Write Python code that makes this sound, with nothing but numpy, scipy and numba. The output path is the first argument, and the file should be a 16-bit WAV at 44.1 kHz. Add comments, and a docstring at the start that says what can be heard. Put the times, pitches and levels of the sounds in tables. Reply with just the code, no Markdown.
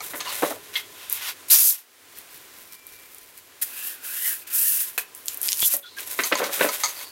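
"""Taping a wooden box

A wooden box is set down on a workbench; masking tape is peeled off its roll, laid along the box, rubbed down
and torn off; the box is then rolled over with knocks, in a small faintly humming workshop. Rubbing and peeling
are random stick-slip grains, and the treble is bright near 12 kHz; blows are bouncing touches that ring the
modes of what they hit; snapping glue is filtered ticks, and the workshop is coloured noise. Blows and ticks get
a short diffuse tail."""
import sys
import numpy as np
from scipy import signal
from scipy.fft import rfft, irfft
from scipy.io import wavfile
from scipy.ndimage import uniform_filter1d
from numba import njit

SR = 44100
rng = np.random.default_rng(int(sys.argv[2]) if len(sys.argv) > 2 else 0)


def master_out(mix):
    """Clip the mix to full scale and print it as 16-bit PCM to the path in sys.argv[1]."""
    frames = np.transpose(np.atleast_2d(mix))
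    ceiling = np.clip(frames, -1, 1)
    pcm = np.round(ceiling * 32767).astype(np.int16)
    wavfile.write(sys.argv[1], SR, pcm)


N = 313551
T = np.arange(N) / SR
# modes of the wooden box: (frequency [Hz], level [dB], t60 [s])
BOX = [(326, -6, 0.068), (490, -4, 0.042), (590, 5, 0.033), (766, 3, 0.014), (1086, 5.5, 0.0081),
       (1497, -4, 0.035), (1785, -2, 0.0099), (2097, 1, 0.0077), (2640, 9, 0.0044), (3220, 6, 0.0038),
       (3760, 6.5, 0.0023)]


def undb(db):
    """Decibels to amplitude."""
    return 10 ** (np.asarray(db) / 20)


def unit(x):
    """Scale to an rms of 1."""
    return x / np.sqrt(np.mean(x ** 2))


def peaked(x):
    """Scale to a peak of 1."""
    return x / np.abs(x).max()


def colour(x, points):
    """Filter to a spectrum given as (Hz, dB) points, joined along log frequency."""
    hz, db = np.transpose(points)
    f = np.fft.rfftfreq(N, 1 / SR) + 1
    gain = undb(np.interp(np.log(f), np.log(hz), db))
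    return irfft(rfft(x) * gain, N)


def butter(x, hz, kind, order=4):
    """Butterworth filter with its corners kept inside the usable range."""
    corners = np.clip(hz, 20, .45 * SR)
    return signal.sosfilt(signal.butter(order, corners, kind, fs=SR, output="sos"), x)


@njit
def svf(x, hz, width):
    """Band-pass whose centre may move, gain 1 at the centre."""
    y, band, low = np.empty(len(x)), 0., 0.
    for i in range(len(x)):
        g, k = np.tan(np.pi * hz[i] / SR), width / hz[i]
        v = (band + g * (x[i] - low)) / (1 + g * (g + k))
        band, low, y[i] = 2 * v - band, low + 2 * g * v, k * v
    return y


def noise_band(hz, width):
    """Noise in one fixed resonance, rms 1."""
    return unit(svf(rng.standard_normal(N), np.full(N, 1. * hz), 1. * width))


def walk(rate):
    """Random levels held 1 / rate s and slewed; spread near 1."""
    hold = int(SR / rate)
    steps = np.repeat(rng.standard_normal(N // hold + 1), hold)
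    return 1.65 * uniform_filter1d(steps, hold)[:N]


def grains(rate, spread_db):
    """Tiny slips at random moments, rate per second, whose sizes scatter exponentially in dB."""
    chance, size, sign = rng.random(N), rng.exponential(size=N), rng.standard_normal(N)
    return (chance < rate / SR) * sign * undb(spread_db * np.minimum(size, 5))


def ring(x, modes, shares_db=0, detune=1):
    """Decaying modes excited by x; none dies faster than a t60 of 4 ms."""
    out, ones = np.zeros(len(x)), np.ones(len(modes))
    for (hz, db, t60), share_db, shift in zip(modes, shares_db * ones, detune * ones):
        r = np.exp(-np.log(1000) / (max(t60, .004) * SR))
        w = 2 * np.pi * hz * shift / SR
        mode = signal.lfilter([np.sin(w)], [1, -2 * r * np.cos(w), r * r], x)
        out += undb(db + share_db) * mode
    return out


def touch(contact, first):
    """One sharp touch, then an uneven rattle of small bounces that dies over the contact time [s]."""
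    size = SR // 4
    bounces = undb(4.4 * np.repeat(rng.standard_normal(size // 64 + 1), 64)[:size])
    push = rng.standard_normal(size) * bounces * np.exp(-T[:size] / max(contact, 2e-4))
    push[0] = first
    return push


def strike(tone, crack, crack_db):
    """A blow is the ringing of the object plus the dry crack of the contact."""
    return peaked(tone) + undb(crack_db) * peaked(crack)


def place(out, s, db, sound):
    """Add a sound at its moment, scaled to its peak level."""
    out[int(s * SR):][:len(sound)] += undb(db) * peaked(sound)


def friction(gains, points, rate, spread_db, patchy_db, box_db):
    """Stick-slip grains: the surface hisses, the object underneath sounds the lower part and rings the box."""
    slips = colour(grains(rate, spread_db), points) * undb(patchy_db * walk(60))
    hiss = unit(butter(slips, 5000, "high"))
    body = unit(butter(slips, 5000, "low"))
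    body = unit(body + undb(box_db) * unit(ring(body, BOX)))
    return hiss * gains[0] + body * gains[1]


def pushes(rows, rise, fall):
    """Gains of hiss and body: each push speeds up and slows down along a quarter sine, bent by a power."""
    gains = np.zeros((2, N))
    for start, fastest, end, db, rel_db in rows:
        speed = np.sin(np.pi / 2 * np.interp(T, [start, fastest, end], [0, 1, 0]))
        gains += np.outer(undb([db, db + rel_db]), speed ** np.where(T < fastest, rise, fall))
    return gains


def curve(rows):
    """Gains of hiss and body along a table, silent outside it."""
    s, db, rel_db = np.transpose(rows)
    return undb([np.interp(T, s, v, -200, -200) for v in (db, db + rel_db)])


def taps(rows, modes, rattle_db):
    """Light blows that ring a few short modes, with a dry rattle across them."""
    out, hz = np.zeros(N + SR), np.array(modes)[:, 0]
    for s, db, contact in rows:
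        push = touch(contact, 17.4)
        rattle = butter(push, [hz.min() / 1.1, hz.max() * 1.02], "band", order=2)
        blow = strike(ring(push, modes), rattle, rattle_db)
        place(out, s, db, butter(blow, [hz.min() / 1.2, hz.max() * 1.14], "band", order=3))
    return out[:N]


def shop():
    """Smooth hiss over a low rumble with a few wavering hum bands; the hiss shares a part of the rumble's dips."""
    # colour of the workshop's hiss: (frequency [Hz], level [dB per Hz])
    hiss_colour = [(150, -47), (250, -3), (971, -5.5), (1670, -2.5), (1950, -2.5), (5440, -8), (10000, -8),
                   (16000, -9.5)]
    # the workshop's bass: (time [s], level [dB])
    rumble_level = [(0, -62.5), (1.5, -73), (3.2, -77), (5.6, -71.5), (6.1, -68.5), (7.11, -73.5)]
    # colour of the bass: (frequency [Hz], level [dB per Hz])
    rumble_colour = [(20, -13), (59, -8.5), (92, -4.5), (173, -4), (250, -13), (400, -70)]
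    # hum bands: (frequency [Hz], width [Hz], level over the plain rumble [dB])
    hum = [(93.4, 7.1, 0), (147, 8, -11), (405, 82, 9.5), (1017, 22, 8.5)]
    # brief dips of the background: (time [s], depth [dB], recovery [s])
    dips = [(1.53, 36, 0.58), (5.66, 28.5, 0.27)]
    fall_s, base_hiss_db = 0.017, -47.5
    s, db = np.transpose(rumble_level)
    rumble_db = np.interp(T, s, db)
    for at, depth_db, recovery in dips:
        rumble_db = rumble_db - np.interp(T, [at, at + fall_s, at + fall_s + recovery], [0, depth_db, 0])
    hiss_db = base_hiss_db + 0.39 * (rumble_db - db.mean()) + 1.33 * walk(4.49)
    hiss = unit(colour(rng.standard_normal(N), hiss_colour)) * undb(hiss_db)
    rumble = unit(colour(rng.standard_normal(N), rumble_colour))
    for hz, width, hum_db in hum:
        rumble += undb(hum_db) * noise_band(hz, width)
    return hiss + rumble * undb(rumble_db)


def echo(dry):
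    """Walls and shelves return the sound as a short diffuse tail."""
    t60_s, gap_s = .22, .003
    t = np.arange(SR // 2) / SR
    tail = rng.standard_normal(len(t)) * np.exp(-np.log(1000) * t / t60_s) * (t > gap_s)
    return signal.fftconvolve(dry, tail / np.sqrt(np.sum(tail ** 2)))[:N]


def squeaks():
    """Brief fading tones, blurred by a band of noise that widens the rougher the rubbed edge is."""
    # short narrow squeaks: (start [s], end [s], frequency [Hz], roughness [ratio], rms before the fade [dB])
    squeak_rows = [(2.69, 3.08, 2353, 0.11, -57.5), (5.823, 5.907, 3450, 1.2, -43.5),
                   (5.967, 5.996, 1620, 0.43, -34), (0.26, 0.334, 2860, 1.8, -37),
                   (0.27, 0.325, 4400, 4, -35), (0.584, 0.964, 419, 0.1, -59),
                   (5.614, 5.667, 3370, 3.5, -24.5), (5.833, 5.887, 1432, 1.2, -45.5),
                   (5.854, 5.98, 4060, 6, -47.5), (6.917, 7.106, 1030, 2.085, -53),
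                   (6.953, 7.114, 4540, 3, -44), (0.255, 0.321, 1055, 4.6, -34)]
    out = np.zeros(N)
    for start, end, hz, rough, db in squeak_rows:
        gate = np.clip(np.minimum(T - start, end - T) / 0.0097, 0, 1)
        tone = np.sin(2 * np.pi * hz * T) + rough * noise_band(hz, hz * (1 + rough) / 60)
        fade_db = -6.0 * min(rough, 1) * np.clip((T - start) / (end - start), 0, 1)
        out += undb(db) * gate * unit(tone) * undb(fade_db)
    return out


def slide():
    """The box slides on the bench: its wood scrapes and resonates with every push."""
    # pushes: (start [s], fastest [s], end [s], surface hiss [dB], body minus hiss [dB])
    slide_rows = [(0, .06, 0.19, -34, -7.5), (.14, .17, 0.21, -33, -19), (.195, .215, 0.29, -43, 6.5),
                  (.24, .295, 0.37, -40, 4.5), (.26, .42, 0.63, -31.5, -4), (.56, .68, 2, -51, -2),
                  (5.96, 6.0, 6.07, -33.5, -3.5), (6.04, 6.09, 6.28, -31.5, -9),
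                  (6.16, 6.27, 6.34, -25, -7.5), (6.3, 6.4, 6.66, -34, 1.5), (6.5, 6.6, 6.74, -25.5, -8),
                  (6.6, 6.74, 7.19, -32, -5), (6.91, 7.0, 7.14, -46, -3)]
    # colour of box on bench: (frequency [Hz], level [dB per Hz])
    slide_colour = [(180, -56), (300, -25.5), (885, -9.5), (1870, -4.5), (2140, -3.5), (2740, -6.5),
                    (12300, 16), (16000, 10.5)]
    gains = pushes(slide_rows, rise=1.5, fall=2.35)
    return friction(gains, slide_colour, rate=9000, spread_db=2.0, patchy_db=1.6, box_db=2.5)


def clinks():
    """Harder, brighter blows on the bench's metal rail: its modes, each slightly detuned at random per blow."""
    # touches of box and rail: (time [s], peak [dB], high modes minus low modes [dB], length of the contact [s])
    clink_rows = [(0.0055, -18, -3, 0.0079), (0.204, -17.5, 7, 0.0075), (6.2364, -9, 5.5, 0.009),
                  (6.354, -10, -2, 0.0041), (6.441, -15, 0, 0.0045), (6.689, -9.5, 3, 0.0065),
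                  (6.836, -3.5, 2, 0.0084), (6.855, -11.5, 3, 0.0074), (7.011, -24, -4, 0.0053)]
    # modes of the rail: (frequency [Hz], level [dB], t60 [s])
    rail = [(1013, -0.5, 0.055), (1242, 3.5, 0.04), (2204, 3.5, 0.023), (4330, -1, 0.021),
            (4750, -1.5, 0.018), (6000, 2.5, 0.019), (6475, -2, 0.039)]
    out, high = np.zeros(N + SR), np.array(rail)[:, 0] > 3000
    for s, db, high_db, contact in clink_rows:
        push = touch(contact, 8.5)
        tone = ring(push, rail, high_db * high, 1 + 0.013 * rng.standard_normal(len(high)))
        crack = butter(push, [900, 8000], "band", order=2)
        place(out, s, db, strike(tone, crack, -4.0))
    return butter(out[:N], 690, "high")


def knocks():
    """Blows favour box modes near their pitch, each detuned and scattered in level at random; plus a crack."""
    # blows on the box: (time [s], peak [dB], favoured pitch [Hz], length of the contact [s])
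    knock_rows = [(0.135, -21.5, 1180, 0.026), (0.197, -28, 2150, 0.013), (0.423, -12, 520, 0.009),
                  (0.431, -8, 545, 0.009), (0.449, -13.5, 600, 0.0094), (0.507, -18, 387, 0.019),
                  (5.738, -23, 690, 0.014), (5.991, -26, 2980, 0.0079), (6.1904, -7, 1530, 0.011),
                  (6.316, -14.5, 905, 0.0095), (6.3201, -9.5, 614, 0.013), (6.324, -4.5, 1930, 0.0069),
                  (6.399, -15, 610, 0.03), (6.417, -14, 800, 0.02), (6.494, -19, 590, 0.0085),
                  (6.578, -23.5, 580.3, 0.0096), (6.594, -17, 1800, 0.025), (6.609, -5.5, 600, 0.0096),
                  (6.612, -10, 2450, 0.02), (6.645, -9.5, 525.1, 0.0081), (6.661, -16, 1300, 0.017)]
    out, hz = np.zeros(N + SR), np.array(BOX)[:, 0]
    for s, db, centre_hz, contact in knock_rows:
        push = touch(contact, 7.0)
        chance = rng.standard_normal((2, len(hz)))
        scatter_db, detune = 1.5 * chance[0], 1 + .015 * chance[1]
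        # modes weaken with the square of their distance in octaves
        shares_db = -6.5 * np.log2(hz / centre_hz) ** 2 + scatter_db
        tone = ring(push, BOX, shares_db, detune)
        crack = butter(push, [centre_hz / 2.0, 0.84 * centre_hz + 1200], "band", order=3)
        place(out, s, db, strike(tone, crack, -5.5))
    return butter(out[:N], 248, "high")


def roll_taps():
    """The cardboard roll is tapped as it is picked up and rings its few short modes."""
    # taps: (time [s], peak [dB], length of the contact [s])
    tap_rows = [(0.7455, -30, .008), (0.7555, -11, 0.008), (0.7665, -12, 0.0084)]
    # modes of the cardboard roll: (frequency [Hz], level [dB], t60 [s])
    roll = [(2150, 0, 0.026), (3350, 3.5, 0.0086), (3900, -1, 0.0084)]
    return taps(tap_rows, roll, rattle_db=-10.0)


def slap():
    """A slap rings three short, hollow modes."""
    # slap: (time [s], peak [dB], length of the contact [s])
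    slap_rows = [(4.9788, -12, 0.011)]
    # modes of the slap: (frequency [Hz], level [dB], t60 [s])
    cup = [(480, -9, 0.028), (1740, 0, 0.012), (2600, 6.5, 0.01)]
    return taps(slap_rows, cup, rattle_db=-4.0)


def hollow():
    """The gap between palm and wood colours slips with a wandering resonance and a second one above it."""
    # the hollow under the moving hand: (time [s], resonance [Hz], level [dB], upper minus lower resonance [dB])
    hollow_path = [(3.7, 1500, -59, 4), (3.8, 1660, -51, 8), (3.89, 1810, -46.5, -1), (3.98, 1520, -58, -4),
                   (4.09, 1500, -44.5, -2), (4.2, 1900, -44, -0.5), (4.27, 1990, -34.5, -8),
                   (4.33, 1660, -41.5, -7), (4.4, 1580, -64, 2), (4.55, 1480, -47.5, 2),
                   (4.67, 1840, -43.5, 0), (4.8, 1710, -60, 15), (4.9, 1490, -72, 4)]
    s, hz, db, high_db = np.transpose(hollow_path)
    slips, centre_hz = grains(9000, 0.72), np.interp(T, s, hz)
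    low = unit(svf(slips, centre_hz, 135.0))
    high = unit(svf(slips, centre_hz + 980, 220.0))
    return (low + undb(np.interp(T, s, high_db)) * high) * undb(np.interp(T, s, db, -200, -200))


def palm():
    """The palm rubs in strokes, whose body stops growing when the hiss is loud, and in pats that fade."""
    # one table per stroke: (time [s], hiss [dB])
    strokes = [
        [(3.66, -43.5), (3.75, -36), (3.88, -28), (3.95, -39), (4.0, -53)],
        [(4.0, -57), (4.06, -31), (4.2, -29), (4.28, -21.5), (4.33, -27.5), (4.44, -47)],
        [(4.5, -41), (4.55, -19.5), (4.68, -18.5), (4.83, -23), (4.92, -43), (4.97, -46)],
    ]
    # the hand lands flat on the tape:
    # (time [s], hiss before rise and fade [dB], body minus hiss [dB], rise [s], fade [dB/s])
    pats = [(3.613, -7.5, -16.5, 0.021, 585), (4.466, -31, -9, 0.011, 300),
            (4.9774, -17, -9.5, 0.0014, 477), (5.15, -43.5, -20, .004, 64)]
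    # colour of palm on tape: (frequency [Hz], level [dB per Hz])
    palm_colour = [(350, -44), (600, -36), (1290, -21), (1680, -13), (2400, -17), (6550, -11.5),
                   (12200, 1.5), (16000, -3.5)]
    body_db, body_top_db = -11, -43  # body against the hiss while soft; ceiling of the strokes' body
    hiss = sum(undb(np.interp(T, *np.transpose(stroke), -200, -200)) for stroke in strokes)
    body = hiss * undb(body_db)
    gains = np.array([hiss, body / np.hypot(1, body / undb(body_top_db))])
    for s, db, rel_db, rise, fade_db in pats:
        after = np.maximum(T - s, 0)
        shape = np.minimum(after / max(rise, 1e-4), 1) * undb(-fade_db * after)
        gains += np.outer(undb([db, db + rel_db]), shape)
    return friction(gains, palm_colour, rate=19000, spread_db=-1.5, patchy_db=0.95, box_db=-4.0)


def crinkle():
    """The stretched tape crinkles in sparse, uneven slips as it is lined up."""
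    # crinkling: (time [s], hiss [dB])
    crinkle_rows = [(2.1, -67), (2.145, -46.5), (2.19, -44), (2.26, -58), (2.35, -45.5), (2.5, -59),
                    (2.57, -45.5), (2.7, -49.5), (2.735, -41), (2.82, -62), (2.89, -48.5), (3.4, -51.5),
                    (3.6, -65)]
    # colour of the crinkling: (frequency [Hz], level [dB per Hz])
    crinkle_colour = [(410, -8), (700, -17), (2270, -3), (2990, -7), (6400, -4.5), (12600, 9), (16000, 4.5)]
    gains = curve([(s, db, -8) for s, db in crinkle_rows])  # body 8 dB under the hiss
    return friction(gains, crinkle_colour, rate=4300, spread_db=3.0, patchy_db=2.3, box_db=-35.0)


def span():
    """The free span of tape sings: coarse, sticky slips in a resonance that moves as the tape comes free."""
    # the singing span: (time [s], resonance [Hz], level [dB])
    span_path = [(1.5, 3820, -30), (1.53, 5300, -22.5), (1.66, 7550, -40), (1.709, 4420, -32.5)]
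    s, hz, db = np.transpose(span_path)
    sung = svf(grains(5000, 2.8), np.interp(T, s, hz), 1500.0)
    return unit(sung) * undb(np.interp(T, s, db, -200, -200) + 1.9 * walk(90))


def peel():
    """Fingers pick at the tape, pull it off the roll and tear it: dense slips with a strong surface hiss."""
    # picking: (start [s], fastest [s], end [s], surface hiss [dB], body minus hiss [dB])
    picks = [(.72, .765, 0.87, -36, 1), (.9, 1.06, 1.26, -46.5, 2.5), (1.09, 1.125, 1.23, -30, -11),
             (1.13, 1.29, 1.37, -32.5, 1), (5.24, 5.3, 5.5, -38.5, -9)]
    # one long pull off the roll: (time [s], hiss [dB], body minus hiss [dB])
    pull = [(1.484, -33, -15), (1.499, -31, -21), (1.504, -11.5, -23), (1.56, -13.5, -17.5),
            (1.7, -15.5, -29), (1.76, -37, -11), (1.85, -61, -6)]
    # the tearing off: (time [s], hiss [dB], body minus hiss [dB])
    tear = [(5.4, -48, -26), (5.435, -25.5, -15), (5.47, -27, -16), (5.56, -31.5, -17.5), (5.63, -22, -17),
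            (5.655, -14.5, -26), (5.68, -16, -29), (5.695, -29.5, -13), (5.74, -19, -20.5), (5.8, -47, -9)]
    # colour of the peeling: (frequency [Hz], level [dB per Hz])
    peel_colour = [(240, -87), (400, -54.5), (879, -23.5), (1900, -18), (2710, -16.5), (8370, -11.5),
                   (12500, -2.5), (16000, -11.5)]
    gains = pushes(picks, rise=1.84, fall=4.6) + curve(pull) + curve(tear)
    return friction(gains, peel_colour, rate=18000, spread_db=-0.2, patchy_db=1.07, box_db=-1.5)


def snaps():
    """Glue lets go in a tick of about a millisecond, then the paper tape rattles faintly; tearing adds a pop."""
    # the adhesive snaps: (time [s], peak [dB], centre of the tick [Hz])
    snap_rows = [(1.0985, -4.5, 12400), (1.1266, 2.5, 14800), (2.1868, -16.5, 13600), (2.377, -25, 12300),
                 (2.7245, -22, 9100), (2.868, -17, 13000), (3.147, -19.5, 12500), (3.184, -21.5, 11300),
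                 (3.3776, -20.5, 11600), (5.1498, -15, 11400), (5.2586, -13, 12400), (5.269, -16, 12300),
                 (5.283, -1.5, 7500), (5.334, -15, 12100), (5.3452, -10.5, 12600), (5.3733, -9.5, 14000),
                 (5.4155, -3.5, 12200), (5.4308, -2, 13400), (5.46, -9, 13700), (5.475, -2, 12000),
                 (5.4844, -6, 5200), (5.489, -2.5, 4970), (5.52, -3, 5830), (5.53, -1.5, 6400),
                 (5.573, -10, 9400), (5.604, 0, 12800), (5.622, -2, 9100), (5.594, -11, 5000),
                 (5.739, 0.5, 11800), (5.7671, -1.5, 13550), (5.986, -18, 3170), (6.006, -10.5, 11700)]
    # the tape tears through with a dull pop: (time [s], peak [dB])
    pop = [(5.628, -9.5)]
    out, size = np.zeros(N + SR), SR // 8
    t = np.arange(size) / SR
    for s, db, centre_hz in snap_rows:
        push = undb(-30) * rng.standard_normal(size) * np.exp(-t / .008)
        push[0] = 1
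        ping = butter(push, [centre_hz / 1.09, centre_hz * 1.07], "band", order=2)
        wide_hz = [max(centre_hz / 2.33, centre_hz - 4500), centre_hz * 1.93]
        place(out, s, db, ping + undb(-3.0) * butter(push, wide_hz, "band", order=4))
    for s, db in pop:
        place(out, s, db, np.exp(-t / 0.000079))
    return out[:N]


def scene():
    """Rubbing, blows and ticks in the workshop; only blows and ticks feed the room tail."""
    rubbing = slide() + hollow() + palm() + crinkle() + span() + peel()
    blows = clinks() + knocks() + roll_taps() + slap()
    ticks = snaps()
    tail = undb(-6.5) * echo(blows + undb(-4) * ticks)
    return (shop() + squeaks() + tail + rubbing + blows + ticks)[None]


def record(dry):
    """The recorder rounds only the tallest peaks, near full scale, and cuts the top above 15870 Hz."""
    rounded = dry / (1 + dry ** 12) ** (1 / 12)
    return signal.sosfilt(signal.ellip(12, .2, 80, 15870, fs=SR, output="sos"), rounded)


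dry = scene()
out = record(dry)
master_out(out)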